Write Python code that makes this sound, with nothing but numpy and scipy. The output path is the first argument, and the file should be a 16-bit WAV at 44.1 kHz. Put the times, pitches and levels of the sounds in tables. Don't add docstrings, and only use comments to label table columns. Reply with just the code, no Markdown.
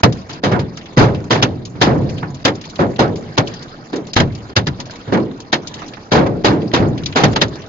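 import sys
import numpy as np
from scipy import signal
from scipy.io import wavfile

SR = 44100
rng = np.random.default_rng(int(sys.argv[2]) if len(sys.argv) > 2 else 0)


def magnitude_from_level(level_db):
    exponent = np.asarray(level_db, float) / 20
    return 10 ** exponent


def master_out(mix):
    frames = np.transpose(np.atleast_2d(mix))
    ceiling = np.clip(frames, -1, 1)
    pcm = np.round(ceiling * 32767).astype(np.int16)
    wavfile.write(sys.argv[1], SR, pcm)


N = 338688
STEP = 16

# start_s, crack_level_db, knock_level_db, boom_level_db, ring_length_factor
GLASS_BLOWS = [(0.0326, 2, -4.5, -5, 0.59), (0.4349, -12, -13.5, -18, 1.6), (1.3054, -7, -12, -17, 2.21),
               (1.4237, 0.8, -13.5, -14, 0.65), (1.8125, -2.5, -10.5, -14.5, 1.44),
               (2.4496, -0.5, -11, -17.5, 0.64), (2.4755, -11, -15, -24.5, 0.75),
               (2.9901, -10.5, -8.5, -16.5, 1.57), (3.3762, -4, -9.5, -16, 0.73),
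               (4.1624, -1, -12.5, -7.5, 0.88), (4.1986, -4.5, -12.5, -7, 0.62),
               (4.5627, 1, -13.5, -13.5, 0.64), (4.6671, -11, -22, -14.5, 0.64),
               (5.5268, 0, -14, -27.5, 0.69), (6.1160, -10.5, -10, -16.5, 2.5),
               (6.4444, -5.5, -9.5, -14, 1.87), (6.735, -7.5, -12, -17, 1.6),
               (7.1571, -7.5, -11.5, -19.5, 2.35), (7.2350, -1.5, -9.5, -5.5, 0.79),
               (7.359, -7, -16, -26, 0.57), (7.4136, 1.5, -13, -15.5, 0.61)]
# start_s, crack_level_db, knock_level_db, boom_level_db, ring_length_factor
ROOF_BLOWS = [(0.2937, -26.5, -34.5, -35.5, 3.6), (0.5132, -25, -14.5, -13.5, 0.64),
              (0.5496, -36.5, -17.5, -24.5, 1.13), (0.5911, -21.5, -26.5, -21, 0.91),
              (0.9708, -11, -8.5, -7.5, 0.73), (1.009, -17.5, -13, -16.5, 1.76),
              (1.7516, -42, -31, -26, 1.1), (1.8702, -32.5, -11.5, -13.5, 2.36),
              (2.2278, -39, -24.5, -24.5, 0.58), (2.7900, -25.5, -10.5, -18, 1.06),
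              (3.928, -25, -24, -37, 1.6), (4.4947, -44.5, -32, -38, 0.88),
              (4.7961, -29, -30.5, -25.5, 0.67), (5.0752, -36.5, -27.5, -25.5, 1.7),
              (5.1217, -23.5, -12.5, -30, 1.19), (5.1686, -30.5, -19.5, -26, 0.42),
              (6.149, -21, -9, -16.5, 1.5), (6.2611, -27, -18, -25.5, 0.35),
              (6.7989, -37.5, -14, -14, 1.87)]
# frequency_hz, level_db (per Hz)
PANEL_RESPONSE = [(18, -49), (30, -18.5), (59, -11.5), (113, 5.5), (240, -2.5), (273, -2), (535, -5),
                  (695, -9), (918, -13.5), (1250, -11), (1500, -15.5), (1950, -58), (3300, -120)]
# frequency_hz, level_db (per Hz)
ICE_SPECTRUM = [(500, -12), (1000, -5), (1800, -8.5), (2600, -13), (3600, -11), (5200, -15), (6200, -21.5),
                (7400, -23)]
# frequency_hz, t60_s
RING_TIME = [(60, 0.61), (160, 0.54), (420, 0.35), (1100, 0.17), (2900, .11), (7000, 0.086)]
# start_s, peak_level_db, pitch_hz
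WINDSCREEN_TICKS = [(0.123, -18.5, 4090), (0.33, -23, 4240), (0.771, -20, 5100), (1.651, -19.5, 4900),
                    (2.095, -22, 4770), (2.343, -25, 4730), (2.553, -25.5, 4840), (2.612, -22, 4070),
                    (2.6526, -25, 4980), (2.697, -20.5, 4400), (3.1563, -22.5, 3680), (3.5376, -23.5, 4600),
                    (3.624, -23.5, 4750), (3.9583, -21, 4640), (4.068, -25, 4330), (4.1329, -9, 4340),
                    (4.3486, -24, 3860), (4.8, -15, 4260), (4.855, -25, 4030), (4.907, -19.5, 3820),
                    (4.956, -26.5, 3830), (5.4016, -23, 4630), (5.671, -15, 4680), (5.7388, -18, 4440),
                    (5.8792, -22.5, 4520), (7.058, -8.5, 4170), (7.2809, -28.5, 4620),
                    (7.4807, -28.5, 4810), (7.5533, -31.5, 3760)]
# start_s, peak_level_db, pitch_hz
BONNET_TOCKS = [(0.1709, -32, 2070), (0.772, -17.5, 1700), (7.39, -18, 2100), (0.81, -24, 2210),
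                (0.8563, -22.5, 2520), (1.1453, -18.5, 2550), (2.09, -22, 2400), (2.1786, -19.5, 2940),
                (2.6385, -18.5, 2460), (2.7562, -20, 3460), (2.96, -21, 2880), (3.472, -16, 3390),
                (4.3216, -29.5, 3220), (5.1994, -25, 2400), (5.789, -24, 2260), (5.9337, -19.5, 2340),
                (6.6167, -23.5, 2470), (6.715, -15.5, 2000), (6.8494, -28, 2070), (6.9763, -18, 3040),
                (7.0344, -18, 3420), (7.1236, -15, 2360), (7.329, -19.5, 2870), (7.618, -27, 3280)]
# start_s, peak_level_db, pitch_hz, left_right_db, t60_s
TRIM_TAPS = [
    (0.5444, -6.5, 980, -9, 0.15),
    (1.7509, -35, 1270, 0, 0.12),
    (2.227, -7.5, 1090, 2, 0.12),
    (4.4942, -28, 1410, -3.0, 0.12),
    (5.818, -14.5, 1340, -4.5, 0.079),
    (5.9693, -19.5, 1130, -11, 0.074),
]
# start_s, peak_level_db, pitch_hz, t60_s
DOOR_THUMPS = [
    (3.924, -8.5, 298, 0.38),
    (3.963, -24.5, 406, 0.5),
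    (5.076, -18, 242, 0.5),
    (5.118, 0.5, 238, 0.51),
    (5.169, -10, 240, 0.55),
    (6.169, -10.5, 371, 0.42),
    (6.499, -6, 288, 0.94),
]
# time_s, level_db
RAIN_STRENGTH = [(0.0, 6.5), (0.4, -4), (1.1, 0.2), (1.6, -8), (2.1, 3.5), (2.33, -2.5), (2.8, 0.5),
                 (3.2, -1), (3.53, 6), (3.75, -2), (5.0, -0.6), (5.55, -4), (5.8, 6.5), (6.05, -3.5),
                 (6.6, -1), (7.05, 0), (7.3, 9.5), (7.68, 0)]
# frequency_hz, level_db (per Hz)
RAIN_SPECTRUM = [(15, -44), (25, -8), (60, -17), (109, -3.5), (282, -5.5), (342, -8.5), (714, -13.5),
                 (785, -15.5), (1230, -18), (2830, -28), (4890, -26.5), (6830, -41), (7330, -8),
                 (9530, -52), (16100, -120)]
# frequency_hz, left_right_likeness (0-1)
COHERENCE = [(25, .8), (60, .97), (150, .94), (300, .88), (600, .72), (1500, .45), (3000, .3), (6000, .3)]
# frequency_hz, left_right_db
PORT_BALANCE = [(60, 0), (500, -1), (1400, -4), (2400, -1.1), (4000, 4), (5500, 2.5), (7000, -1.1)]
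# start_s, end_s, extra_treble_cut_db, overall_cut_db
GAIN_GAPS = [
    (0.015, 0.031, 5, 30),
    (0.398, 0.42, 23, 1.2),
    (4.11, 4.126, 6, 2.5),
    (4.534, 4.555, 20, 32),
    (4.784, 4.797, 5, -9),
]

GLASS_HOLD_S, ROOF_HOLD_S, HOLD_S_PER_DB, SOFT_KNOCK_DB = 0.0068, 0.0074, 0.0031, -21.5
SHUDDER_DB, SHUDDER_LENGTH = -8, 2.08
FORERUN_S = 0.0077
PELLET_T60_S, TICK_PAN_DB, TOCK_PAN_DB = 0.079, 3.5, 2.5
RUMBLE_DB, RUMBLE_FOLLOWS, HISS_DB = -28.5, 0.63, -47.5
DROPS_PER_S, DROP_T60_S = 45, 0.035
DUCK_FROM_S, DUCK_ONSET_S, DUCK_TO_S, BUSY_S = 0.019, 0.0086, 0.0065, 0.1
DUCK_DB, DUCK_SHARE, DUCK_OVERALL_DB = 14, 0.4, 1
PELLET_DUCK_FROM_DB = -29.5
RECOVER_FROM_DB, RECOVER_SHARE, RELEASE_DB_S = -25.5, 0.87, 200.5
LEFT_LAG_S = 0.00042
CUTOFF_HZ = 7750
OPPOSITE = np.array([[1], [-1]])


def stones():
    blows = []
    for s, crack_db, knock_db, boom_db, length in GLASS_BLOWS:
        blows.append((s, crack_db, knock_db, boom_db, GLASS_HOLD_S, length))
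    for s, crack_db, knock_db, boom_db, length in ROOF_BLOWS:
        contact_s = ROOF_HOLD_S + HOLD_S_PER_DB * max(knock_db - SOFT_KNOCK_DB, 0)
        blows.append((s, crack_db, knock_db, boom_db, contact_s, length))
    return sorted(blows)


def panel_boom():
    slow, count = 16, 170
    hz = 30 + 850 * np.linspace(0, 1, count) ** 1.5 * (1 + .01 * rng.standard_normal(count))
    share = magnitude_from_level(at_hz(PANEL_RESPONSE, hz)) * np.sqrt(np.abs(np.gradient(np.sort(hz))) + 1)
    alike = np.clip(at_hz(COHERENCE, hz), 0, 1)
    out = np.zeros((2, N // slow + SR // slow + 1))
    t = np.arange(SR // slow * 3 // 4) * slow / SR
    swell = 1 - np.exp(-np.outer(hz / 0.35, t))
    angle = 2 * np.pi * np.outer(hz, t)
    sines, cosines = swell * np.sin(angle), swell * np.cos(angle)
    for at, crack_db, knock_db, boom_db, hold_s, length in stones():
        mid, side, spread, phase = rng.standard_normal((4, count))
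        t60 = length * at_hz(RING_TIME, hz) * magnitude_from_level(1.75 * spread)
        dying = np.exp(np.outer(-np.log(1000) / t60, np.maximum(t - hold_s, 0)).astype(np.float32))
        upper_db = 1.163 * knock_db + 0.14 * crack_db + 10
        blow_spectrum = [(110, boom_db + 5), (330, knock_db + 6.5), (850, upper_db)]
        strength = rms_one(share) * magnitude_from_level(at_hz(blow_spectrum, hz))
        common = np.sqrt(1 + alike) * np.tanh(2 * mid)
        weights = strength * (common + np.sqrt(1 - alike) * side * OPPOSITE)
        ringing = weights * np.cos(4 * phase) @ (dying * sines)
        ringing += weights * np.sin(4 * phase) @ (dying * cosines)
        start = round(at * SR / slow)
        out[:, start:start + len(t)] += ringing / np.sqrt(count)
    return signal.resample_poly(out, slow, 1, axis=1)[:, :N]


def shell_shudder(power, hz):
    for at, _, _, boom_db, hold_s, length in stones():
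        level_db = boom_db + SHUDDER_DB + 13 + at_hz(RAIN_SPECTRUM, hz)
        add(power, at, level_db, SHUDDER_LENGTH * length * at_hz(RING_TIME, hz), hold_s, 0, .02)


def ice_crack(power, forerunner, hz):
    for at, crack_db, knock_db, _, hold_s, length in stones():
        low_db = 0.88 * knock_db + 0.17 * crack_db + 15
        middle_db = 0.59 * knock_db + 0.46 * crack_db + 16
        blow_spectrum = [(700, low_db), (1600, middle_db), (3500, crack_db + 13)]
        level_db = at_hz(blow_spectrum, hz) + at_hz(ICE_SPECTRUM, hz)
        t60, hold_s = length * at_hz(RING_TIME, hz), max(hold_s, 0)
        add(power, at, level_db, t60, hold_s * (hz / 1000) ** -.3, 0, .002)
        add(power, at, level_db - 28.5, 3.8 * t60, hold_s, 0, .004)
        add(forerunner, at - FORERUN_S, level_db - 21, .004, FORERUN_S, 0, .004)


def pellets():
    ticks = [(*row, TICK_PAN_DB, PELLET_T60_S) for row in WINDSCREEN_TICKS]
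    tocks = [(*row, TOCK_PAN_DB, PELLET_T60_S) for row in BONNET_TOCKS]
    return ticks + tocks + list(TRIM_TAPS)


def pellet_taps(power, hz):
    for at, peak_db, pitch_hz, pan_db, t60 in pellets():
        level_db = peak_db - 4.0 - 9 * np.log2(hz / pitch_hz) ** 2
        pan_db = np.clip(pan_db - 2.0, -8, 8)
        add(power, at, level_db, t60 * (hz / 3000) ** -.3, .003, pan_db, .0008)


def door_thumps(power, hz):
    for at, peak_db, pitch_hz, t60 in DOOR_THUMPS:
        add(power, at, peak_db + 8.5 - 16 * np.log2(hz / pitch_hz) ** 2, t60, .02, 0, .006)


def raindrops(count):
    born = rng.random(count) < DROPS_PER_S * STEP / SR
    decay = magnitude_from_level(-120 * STEP / SR / DROP_T60_S)
    power = signal.lfilter([1], [1, -decay], born * rng.exponential(1, count) ** 2)
    return power / power.mean()


def rain(t, hz, treble, drops, flicker, after_db):
    s, strength_db = np.transpose(RAIN_STRENGTH)
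    rumble_db = RUMBLE_DB + RUMBLE_FOLLOWS * strength_db + 13
    hiss_db = HISS_DB + strength_db + 31.5
    storm_db = np.interp(t, s, (1 - treble) * rumble_db + treble * hiss_db)
    patter_db = 0.73 * flicker + (1.6 + 2.46 * treble * (hz / 3000) ** 0.3) * drift(20)
    level_db = storm_db + patter_db + at_hz(RAIN_SPECTRUM, hz) - after_db
    return np.tile(magnitude_from_level(level_db) ** 2 * (1 + 0.17 * treble * drops), (2, 1))


def crackle_and_rain():
    samples, grid = np.arange(float(N)), np.arange(N // STEP + 1) * float(STEP)
    t = grid / SR
    out, drops, flicker = np.zeros((2, N)), raindrops(count=len(grid)), drift(30)
    duck_db, _, after_db = ducking(t)
    for hz, noise in stereo_bands():
        treble = np.clip(np.log2(hz / 500) / 1.42, 0, 1)
        power = rain(t, hz, treble, drops, flicker, after_db)
        door_thumps(power, hz)
        if hz < 600:
            shell_shudder(power, hz)
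        if hz > 600:
            pellet_taps(power, hz)
            forerunner = np.zeros_like(power)
            ice_crack(power, forerunner, hz)
            power = power * magnitude_from_level(-2 * duck_db * (hz / 3600) ** .3) + forerunner
            power = power * magnitude_from_level(2 * 2.34 * drift(90))
        out += noise * [np.interp(samples, grid, np.sqrt(p)) for p in power]
    return out


def add(power, s, level_db, t60, hold_s, pan_db, rise_s):
    start = max(round(s * SR / STEP), 0)
    count = min(int((hold_s + t60) * SR / STEP) + 2, power.shape[1] - start)
    t = np.arange(count) * STEP / SR
    shape = (1 - np.exp(-t / rise_s)) * magnitude_from_level(level_db - 60 * np.maximum(t - hold_s, 0) / t60)
    power[:, start:start + len(t)] += (shape * magnitude_from_level(pan_db / 2 * OPPOSITE)) ** 2


def stereo_bands():
    edges = 7680 / 2 ** np.r_[8.5:3.5:-.5, 3.5:-.1:-1 / 3.43]
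    white = rng.standard_normal((2, 2, N))
    for k, (low, high) in enumerate(zip(edges, edges[1:])):
        band = signal.butter(2, [low, high], "band", fs=SR, output="sos")
        mid, side = signal.sosfilt(band, white[k % 2])
        hz = np.sqrt(low * high)
        alike = np.clip(at_hz(COHERENCE, hz), 0, 1)
        left, right = np.sqrt(1 + alike) * mid + np.sqrt(1 - alike) * side * OPPOSITE
        lag = round(LEFT_LAG_S * SR) if hz > 950 else 0
        yield hz, np.array([np.roll(left, lag), right]) * magnitude_from_level(at_hz(PORT_BALANCE, hz) / 2 * OPPOSITE)


def drift(rate):
    r = np.exp(-2 * np.pi * STEP * rate / SR)
    chance = rng.standard_normal(N // STEP + 4001)
    return rms_one(signal.lfilter([1], [1, -2 * r, r * r], chance)[4000:])


def rms_one(x):
    return x / np.sqrt(np.mean(x ** 2) + 1e-20)


def at_hz(points, hz):
    return np.interp(np.log(hz), np.log(np.array(points)[:, 0]), np.array(points)[:, 1])


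def ducking(t):
    treble_db, overall_db, after_db = np.zeros((3, len(t)))
    gaps, last = list(GAIN_GAPS), -1
    for at, crack_db, *_ in stones():
        if at - last > BUSY_S:
            cut_db = max(DUCK_DB + DUCK_SHARE * crack_db, 0)
            gaps.append((at - DUCK_FROM_S, at - DUCK_TO_S, cut_db, DUCK_OVERALL_DB))
        last = at
        depth_db = RECOVER_SHARE * (crack_db - RECOVER_FROM_DB)
        after_db = np.maximum(after_db, (t > at) * (depth_db - RELEASE_DB_S * (t - at)))
    for at, peak_db, _ in WINDSCREEN_TICKS:
        cut_db = DUCK_SHARE * max(peak_db - PELLET_DUCK_FROM_DB, 0)
        gaps.append((at - DUCK_FROM_S, at - .002, cut_db, 0))
    for start, end, treble_cut_db, overall_cut_db in gaps:
        shape = np.clip(np.minimum((t - start) / DUCK_ONSET_S, (end - t) / 0.0014), 0, 1)
        treble_db = treble_db + treble_cut_db * shape
        overall_db = overall_db + overall_cut_db * shape
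    return treble_db, overall_db, after_db


def scene():
    overall_db = ducking(np.arange(0, N, STEP) / SR)[1]
    gain = magnitude_from_level(-np.repeat(overall_db, STEP)[:N])
    return gain * (panel_boom() + crackle_and_rain())


def roll_off(x):
    return signal.sosfilt(signal.butter(12, 7480, fs=SR, output="sos"), x)


def record(dry):
    rounded = 1.038 * np.tanh(dry / 1.208)
    steep = signal.cheby2(20, 70, CUTOFF_HZ, fs=SR, output="sos")
    mix = np.clip(signal.sosfilt(steep, rounded), -.99, .99)
    return roll_off(mix)


dry = scene()
out = record(dry)
master_out(out)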